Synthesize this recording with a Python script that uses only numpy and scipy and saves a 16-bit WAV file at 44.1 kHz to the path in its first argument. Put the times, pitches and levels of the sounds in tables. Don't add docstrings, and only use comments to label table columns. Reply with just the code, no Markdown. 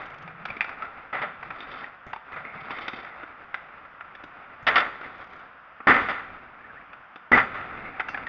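import sys
import numpy as np
from scipy import signal
from scipy.fft import rfft, irfft
from scipy.io import wavfile
from scipy.ndimage import uniform_filter1d, minimum_filter1d

SR = 44100
rng = np.random.default_rng(int(sys.argv[2]) if len(sys.argv) > 2 else 0)


def digitize_waveform(pressure):
    field = np.atleast_2d(pressure).T
    bounded = np.clip(field, -1, 1)
    quanta = np.round(bounded * 32767).astype(np.int16)
    wavfile.write(sys.argv[1], SR, quanta)


N = 365148
TIME = np.arange(N) / SR

# start and end in seconds, coasting roar in dB, rumble and grit in dB against the roar.
RIDES = [(0, 1.048, -49, -12.5, -20), (1.444, 1.83, -42.5, -13.5, -16), (2.31, 3.266, -45.5, -15.5, -17.5),
         (3.28, 4.67, -50.5, -12.5, -19.5), (4.7, 5.446, -48.5, -11, -13.5),
         (5.87, 6.948, -53.5, -9.5, -21), (7.45, 8.3, -43.5, -8.5, -19.5)]
# frequency in Hz, level in dB.
ROAR_EQ = [(200, -33), (450, -5.5), (750, -1.5), (1000, -4), (1350, 5), (1650, -3), (2150, -2.5),
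           (2700, -5.5), (3500, -27), (5000, -51.5)]
RUMBLE_EQ = [(20, 2), (55, 4), (90, 3.5), (170, 2.5), (350, 3), (600, -4.5), (1200, -53.5)]
GRIT_EQ = [(1500, -18.5), (2700, 9.5), (3600, -1), (4200, -15), (4900, -17), (5700, -25.5), (7000, -45.5)]
def rolling(touch_s=0.075, release_s=0.092, grit_per_load=1.4, patchy_db=2.0):
    roar, rumble, grit = np.zeros((3, N))
    for start, end, db, rumble_db, grit_db in RIDES:
        attack = np.clip((TIME - start) / touch_s + 1, 0, 1)
        release = np.exp(-np.maximum(TIME - end, 0) / release_s)
        contact = undb(db) * attack * release
        roar = np.maximum(roar, contact)
        rumble = np.maximum(rumble, undb(rumble_db) * contact)
        grit = np.maximum(grit, undb(grit_db) * contact)
    load_db = wheel_load()
    bumps = grains(N, 3500, spread_db=2.5)
    stones = bumps + grains(N, 120, spread_db=4.5)
    even_bumps = grains(N, 5000, spread_db=0)
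    out = roar * undb(load_db) * unit(through(bumps, response(ROAR_EQ, body=0.36)))
    out += rumble * undb(load_db) * unit(through(even_bumps, response(RUMBLE_EQ, body=0.69)))
    out += grit * undb(grit_per_load * load_db) * unit(through(stones, response(GRIT_EQ, body=0.5)))
    return out * undb(patchy_db * drift(45))


# peak time in seconds, extra roar in dB, settling time in seconds.
PRESSES = [(0, 13, 0.13), (.5, 5.5, 0.32), (0.849, 5, 0.11), (1.78, 3, .1), (2.72, 7, 0.39),
           (4.85, 12, 0.15), (6.02, 21.5, 0.14), (6.25, 7.5, 0.32), (7.56, 4, 0.48)]
def wheel_load(rise_s=0.11):
    return sum(db * np.exp(-np.abs(TIME - s) / np.where(TIME < s, rise_s, settle_s))
               for s, db, settle_s in PRESSES)


# start in seconds, levels of clack, boom, metallic crack
# and ramp ring in dB, time between bounces in seconds, change per bounce in dB.
LANDINGS = [(1.127, -34, -46, -47, -29.5, 0.0094, -2), (1.216, -24, -37.5, -39, -33.5, .008, -5),
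            (2.065, -61, -45, -73.5, -45, 0.013, -5), (2.318, -36, -49, -49, -43, 0.011, -8),
            (2.360, -31, -52, -50, -41.5, .02, -11), (4.666, -19, -44, -22.5, -24, .008, -0.5),
            (4.756, -11, -33.5, -18, -25.5, 0.022, -5), (5.031, -36, -48, -54, -43.5, .012, -3),
            (5.870, -8.5, -21, -29.5, -24.5, 0.013, 1), (5.917, -17.5, -27, -38, -25.5, .022, -1),
            (6.085, -24.5, -50, -38, -32.5, .009, -0.5), (7.316, -12, -21, -36.5, -29.5, .0165, -0.5),
            (7.372, -10, -28.5, -30.5, -30, 0.027, -10.5), (7.542, -33, -57, -60, -34.5, 0.019, -5)]
# frequency in Hz, level in dB.
CLACK_EQ = [(150, -45.5), (450, -12), (800, -10.5), (1050, -4), (1350, 0.5), (1600, -4), (2050, -2),
            (2500, -12), (3200, -24.5), (4200, -44.5), (7000, -57)]
BOOM_EQ = [(20, -26), (75, -16), (130, -3.5), (230, -2.5), (450, -7.5), (800, -11), (2000, -62)]
CRACK_EQ = [(1200, -27), (2400, 2), (3000, 2.5), (3750, -4), (4150, -16.5), (5100, -15), (5700, -27.5),
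            (7000, -43), (11000, -25.5), (15000, -65)]
RING_EQ = [(30, -20), (100, -14), (220, -12), (550, -6.5), (900, -3.5), (1350, 4), (1600, -0.5), (2050, -1),
           (2600, -9), (3600, -20), (4200, -31.5), (5000, -39.5), (7000, -46)]
# centre in Hz, width in Hz, boost or cut in dB.
FAR_RAMP = [(604, 140, 7), (6500, 2200, -7.5), (12000, 5000, -15)]
NEAR_BOX = [(162, 50, -8.5), (262, 50, 1), (574, 150, 2.5)]
def landings(far_until_s=4, hollow_db=-15, deck_lag_s=0.001943, bounces=3):
    out = np.zeros(N)
    for s, clack_db, boom_db, crack_db, ring_db, bounce_s, bounce_db in LANDINGS:
        place = FAR_RAMP if s < far_until_s else NEAR_BOX
        clack = response(CLACK_EQ, body=1.1, peaks=place)
        ring = response(RING_EQ, body=0.69, peaks=place)
        boom = response(BOOM_EQ, body=0.64, peaks=place)
        crack = response(CRACK_EQ, body=0.54, peaks=place)
        for k in range(bounces):
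            thump = blow(boom, t60=0.11, first=.9)
            hollow = undb(hollow_db) * blow(boom, t60=0.45)
            panels = undb(ring_db) * blow(ring, t60=0.57, rate=3000)
            ramp = undb(boom_db) * (thump + hollow) + panels
            deck = undb(clack_db) * blow(clack, t60=0.11, first=0.3, rate=1800)
            deck += undb(crack_db) * blow(crack, t60=0.06, first=0.5, rate=2000)
            add(out, s + k * bounce_s, undb(k * bounce_db) * ramp)
            add(out, s + k * bounce_s + deck_lag_s, undb(k * bounce_db) * deck)
    return out


# start in seconds, level in dB before the trim,
# ringing pitch in Hz, treble and bass in dB (neutral at flat_treble_db and flat_bass_db).
CLACKS = [(.277, -30.5, 2420, -26.5, -17), (0.454, -21.5, 1374, -16, -30), (.486, -28, 2260, -27, -27),
          (.503, -21, 2340, -23, -10), (.567, -25, 2330, -20.5, -6), (.608, -9, 2335, -24.5, -27),
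          (.644, -24, 1440, -18.5, -20), (.693, -26, 1470, -21, -29), (.822, -20, 1342, -27, -29),
          (1.429, -25, 1240, -27, -28), (1.505, -23.5, 1400, -29, -16), (1.605, -27.5, 3620, -18, -12),
          (1.716, -30.5, 3550, -16, -22), (1.842, -25.5, 1890, -24, -24), (2.132, -22, 940, -25, -25),
          (2.161, -31, 906, -25, -16), (2.45, -28, 2110, -26, 2), (2.706, -22.5, 1180, -24, -12),
          (2.786, -26, 1200, -16.5, -6), (2.881, -19.5, 1450, -11.5, -9), (2.933, -26.5, 1400, -21, 0),
          (3.048, -29, 1340, -22, -20), (3.233, -28.5, 1480, -29, -6), (3.543, -17, 1570, -22.5, -19),
          (4.008, -26.5, 1440, -31, -29), (4.151, -30.5, 1620, -19, -11), (4.238, -31.5, 1340, -16.5, -3.5),
          (5.012, -27.5, 1430, -21, -5), (5.803, -29.5, 1250, -51, -6.5), (6.932, -31, 1440, -24.5, -26),
          (7.159, -32, 1226, -20, -14), (7.997, -15, 2030, -30, -17), (8.004, -16.5, 1420, -25.5, -29),
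          (8.086, -21.5, 1340, -21.5, -32), (8.145, -18, 1750, -30.5, -35), (8.175, -23, 1540, -28, -13),
          (8.268, -21, 1830, -21, -20)]
# frequency in Hz, level in dB.
KNOCK_EQ = [(60, -17.5), (300, -2), (800, -0.5), (1400, 0), (2550, 0.5), (2900, -5.5), (3700, -8.5),
            (4200, -24.5), (5000, -22.5), (5800, -29), (7000, -50)]
def clacks(trim_db=-1.97, ring_cycles=40, rattle_db=-16, flat_treble_db=-19, flat_bass_db=-12):
    out = np.zeros(N)
    hz, knock_db = np.transpose(KNOCK_EQ)
    treble, bass = np.interp(hz, [2550, 3200], [0, 1]), hz < 600
    for s, db, pitch_hz, treble_db, bass_db in CLACKS:
        tone_db = knock_db + treble * (treble_db - flat_treble_db) + bass * (bass_db - flat_bass_db)
        ring = [(pitch_hz, 240, 11), (pitch_hz, 900, 3)]
        shares = 0.92 * rng.random(len(BODY_MODES))
        h = response(np.column_stack([hz, tone_db]), body=shares, peaks=ring)
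        knock = blow(h, t60=ring_cycles / pitch_hz, first=0.42, build_s=.0008)
        rattle = undb(rattle_db) * blow(h, t60=0.13, rate=630)
        add(out, s, undb(db + trim_db) * (knock + rattle))
    return out


# start in seconds, level in dB.
THUDS = [(2.067, -46.5), (2.332, -52), (4.241, -54), (4.628, -49), (5.884, -33), (7.319, -33.5),
         (7.373, -35)]
# frequency in Hz, level in dB.
THUD_EQ = [(15, -5.5), (45, 0.5), (75, -3.5), (118, 2), (180, -2.5), (400, -39)]
def thuds():
    out, h = np.zeros(N), response(THUD_EQ)
    for s, db in THUDS:
        add(out, s, undb(db) * blow(h, t60=0.28, first=1))
    return out


# pitch in Hz, gain in dB before the trim, t60 in seconds.
TUBE_MODES = [(2760, -10.5, 0.096), (3580, -9, 0.38), (3740, -9, .28), (4670, 2, 0.41), (4740, -3, .35)]
def tube_ring(hits, trim_db=2):
    t, h = TIME[:SR], 0
    for hz, db, t60 in TUBE_MODES:
        fade = decay(t60)
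        mode = 2 * fade * np.sin(2 * np.pi * hz * t) / fade.sum()
        h = h + undb(db) * mode
    return undb(trim_db) * through(hits, h)


# pitch in Hz, level in dB, t60 in seconds.
METAL_MODES = [(2710, -36, 0.12), (4210, -63, 0.4), (4700, -59, 0.53), (5340, -61, .25), (6024, -60, .18),
               (6900, -75.5, .2)]
def metal_ring(start_s=8.086):
    out, t = np.zeros(N), TIME[:SR]
    for hz, db, t60 in METAL_MODES:
        add(out, start_s, undb(db) * np.sin(2 * np.pi * hz * t) * decay(t60))
    return out


# start and length in seconds, centre pitch in Hz, level in dB,
# rise as a share of the pitch.
SQUEAKS = [(6.604, 0.013, 1736, -45.5, 0.21), (6.637, 0.023, 1785, -45.5, 0.14),
           (6.695, 0.023, 1620, -43, -0.19), (6.763, 0.03, 1830, -44, 0.2), (7.322, 0.03, 1980, -11, 0.037)]
def squeaks(roughness=0.021):
    out = np.zeros(N)
    for s, length, hz, db, rise in SQUEAKS:
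        progress = np.linspace(0, 1, int(length * SR))
        pitch = hz * (1 + rise * (progress - .5) + roughness * drift(530)[:len(progress)])
        tone = np.sqrt(2) * np.sin(2 * np.pi * np.cumsum(pitch) / SR)
        add(out, s, undb(db) * np.sin(np.pi * progress) * tone)
    return out


# start and end in seconds, level in dB.
RATTLES = [(1.54, 1.87, -48.5), (2.6, 3.1, -45.5)]
def rattles(t60=0.044, deck_db=-2, metal_db=-6):
    deck = undb(deck_db) * blow(response(KNOCK_EQ, body=.8, peaks=FAR_RAMP), t60, first=.5)
    metal = undb(metal_db) * blow(response(CRACK_EQ, body=.9), t60, first=0.41)
    chatter = through(grains(N, 70, spread_db=4), deck + metal)
    return unit(chatter) * sum(undb(db) * swell(start, end) for start, end, db in RATTLES)


# start and end in seconds, first and last pitch in Hz, level in dB.
HUMS = [(.1, .62, 112, 205, -49), (1.12, 1.62, 182, 118, -54), (2.28, 2.8, 130, 211.3, -53.5)]
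WHINES = [(2.25, 3.2, 2248, 1992, -47), (7.75, 8.02, 2070, 2250, -46)]
def wheel_tones(glides, waver, waver_hz, flutter_db):
    out, unsteady = np.zeros(N), 1 + waver * drift(waver_hz)
    for start, end, first_hz, last_hz, db in glides:
        pitch = np.interp(TIME, [start, end], [first_hz, last_hz]) * unsteady
        out += undb(db) * swell(start, end) * np.sin(2 * np.pi * np.cumsum(pitch) / SR)
    return out * undb(flutter_db * drift(60))


# start and end in seconds, turns per second, level in dB.
WHEEL_TICKS = [(0.019, .23, 24.5, -51), (5.15, 5.40, 33, -56)]
def wheel_ticks(scatter_db=2):
    bright_eq = [(1500, -29.5), (3000, 9), (4200, -15), (5000, -12), (6200, -16.5), (7000, -22.5)]
    out, h = np.zeros(N), response(bright_eq, body=.6)
    for start, end, turns_per_s, db in WHEEL_TICKS:
        for s in np.arange(start, end, 1 / turns_per_s):
            add(out, s, undb(db + scatter_db * rng.standard_normal()) * blow(h, t60=0.037, first=.3))
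    return out


def echoes(x, t60=0.55, wet_db=-13, delay_s=.012):
    h = grains(SR, 1200, spread_db=1.5) * decay(t60) * (TIME[:SR] > delay_s)
    return undb(wet_db) * through(x, h / np.linalg.norm(h))


# frequency in Hz, level in dB.
TOWN_EQ = [(15, -52.5), (25, -14.5), (273, -14), (386, -18), (706, -6.5), (891, -8), (1350, -1.5),
           (1670, -6.5), (2530, -14.5), (3500, -25.5), (4120, -40.5), (4840, -37), (6400, -53),
           (8320, -81.5), (14100, -120)]
def town_air(level_db=-49, swell_db=0.33):
    air = through(rng.standard_normal(N), response(TOWN_EQ, peaks=[(1340, 690, 3)]))
    return unit(air) * undb(level_db + swell_db * drift(6.6))


# centre in Hz, width in Hz, boost in dB at body=1.
BODY_MODES = [(260, 76, 5), (767, 110, 7), (1226, 200, 2), (1363, 160, 4), (1810, 130, 6.5), (2002, 92, 6),
              (2140, 60, 2.5), (2850, 85, 0), (3515, 150, 8.5), (4694, 580, 9)]
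def response(eq, body=0, peaks=(), size=4096):
    hz = np.maximum(np.arange(size // 2 + 1) * SR / size, 1)
    eq_hz, eq_db = np.transpose(eq)
    db = np.interp(np.log(hz), np.log(eq_hz), eq_db)
    shares = np.broadcast_to(body, len(BODY_MODES))
    modes = [(centre, width, boost * share) for (centre, width, boost), share in zip(BODY_MODES, shares)]
    for centre, width, boost in modes + list(peaks):
        db = db + boost / (1 + (2 * (hz - centre) / width) ** 2)
    cepstrum = irfft(np.log(undb(db)))
    cepstrum[1:size // 2] *= 2
    cepstrum[size // 2 + 1:] = 0
    h = irfft(np.exp(rfft(cepstrum)))
    return h / np.linalg.norm(h)


def blow(h, t60, first=0, rate=4000, build_s=0.0011):
    fade = decay(t60)
    force = grains(SR, rate, spread_db=2.5) * fade * (1 - np.exp(-TIME[:SR] / build_s))
    force /= np.linalg.norm(force) + 1e-9
    force[0] += first
    x = through(force, h)
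    return x * np.linalg.norm(fade) / np.linalg.norm(x)


def grains(samples, rate, spread_db):
    timing, strength, polarity = rng.random((samples, 3)).T
    hardness = np.minimum(-np.log(1 - strength), 5)
    return (timing < rate / SR) * undb(spread_db * hardness) * np.sign(polarity - .5)


def drift(rate_hz):
    hold = int(SR / rate_hz)
    steps = np.repeat(rng.standard_normal(N // hold + 1), hold)
    return unit(uniform_filter1d(uniform_filter1d(steps, hold), hold)[:N])


def decay(t60):
    return np.exp(-np.log(1000) * TIME[:SR] / t60)


def swell(start, end):
    return np.sin(np.pi * np.clip((TIME - start) / (end - start), 0, 1)).clip(0) ** .5


def through(x, h):
    return signal.fftconvolve(x, h)[:len(x)]


def undb(db):
    return 10 ** (np.asarray(db) / 20)


def unit(x):
    return x / np.sqrt(np.mean(x ** 2))


def add(out, s, x):
    i = max(int(s * SR), 0)
    out[i:i + len(x)] += x[:max(N - i, 0)]


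def scene():
    knocks = clacks() + wheel_ticks()
    hits = knocks + landings() + thuds()
    hum = wheel_tones(HUMS, waver=0.23, waver_hz=150, flutter_db=4.5)
    whine = wheel_tones(WHINES, waver=.06, waver_hz=680, flutter_db=4.0)
    tails = tube_ring(hits) + metal_ring() + echoes(knocks)
    ride = rattles() + squeaks() + rolling() + hum + whine
    return (hits + tails + ride + town_air())[None]


def record(dry, ceiling=0.64, top_hz=6950):
    gain = np.minimum(1, ceiling / (np.abs(dry) + 1e-9))
    gain = uniform_filter1d(minimum_filter1d(gain, size=161), size=161)
    return signal.sosfilt(signal.ellip(7, .2, 21, top_hz, fs=SR, output="sos"), dry * gain)


dry = scene()
out = record(dry)
digitize_waveform(out)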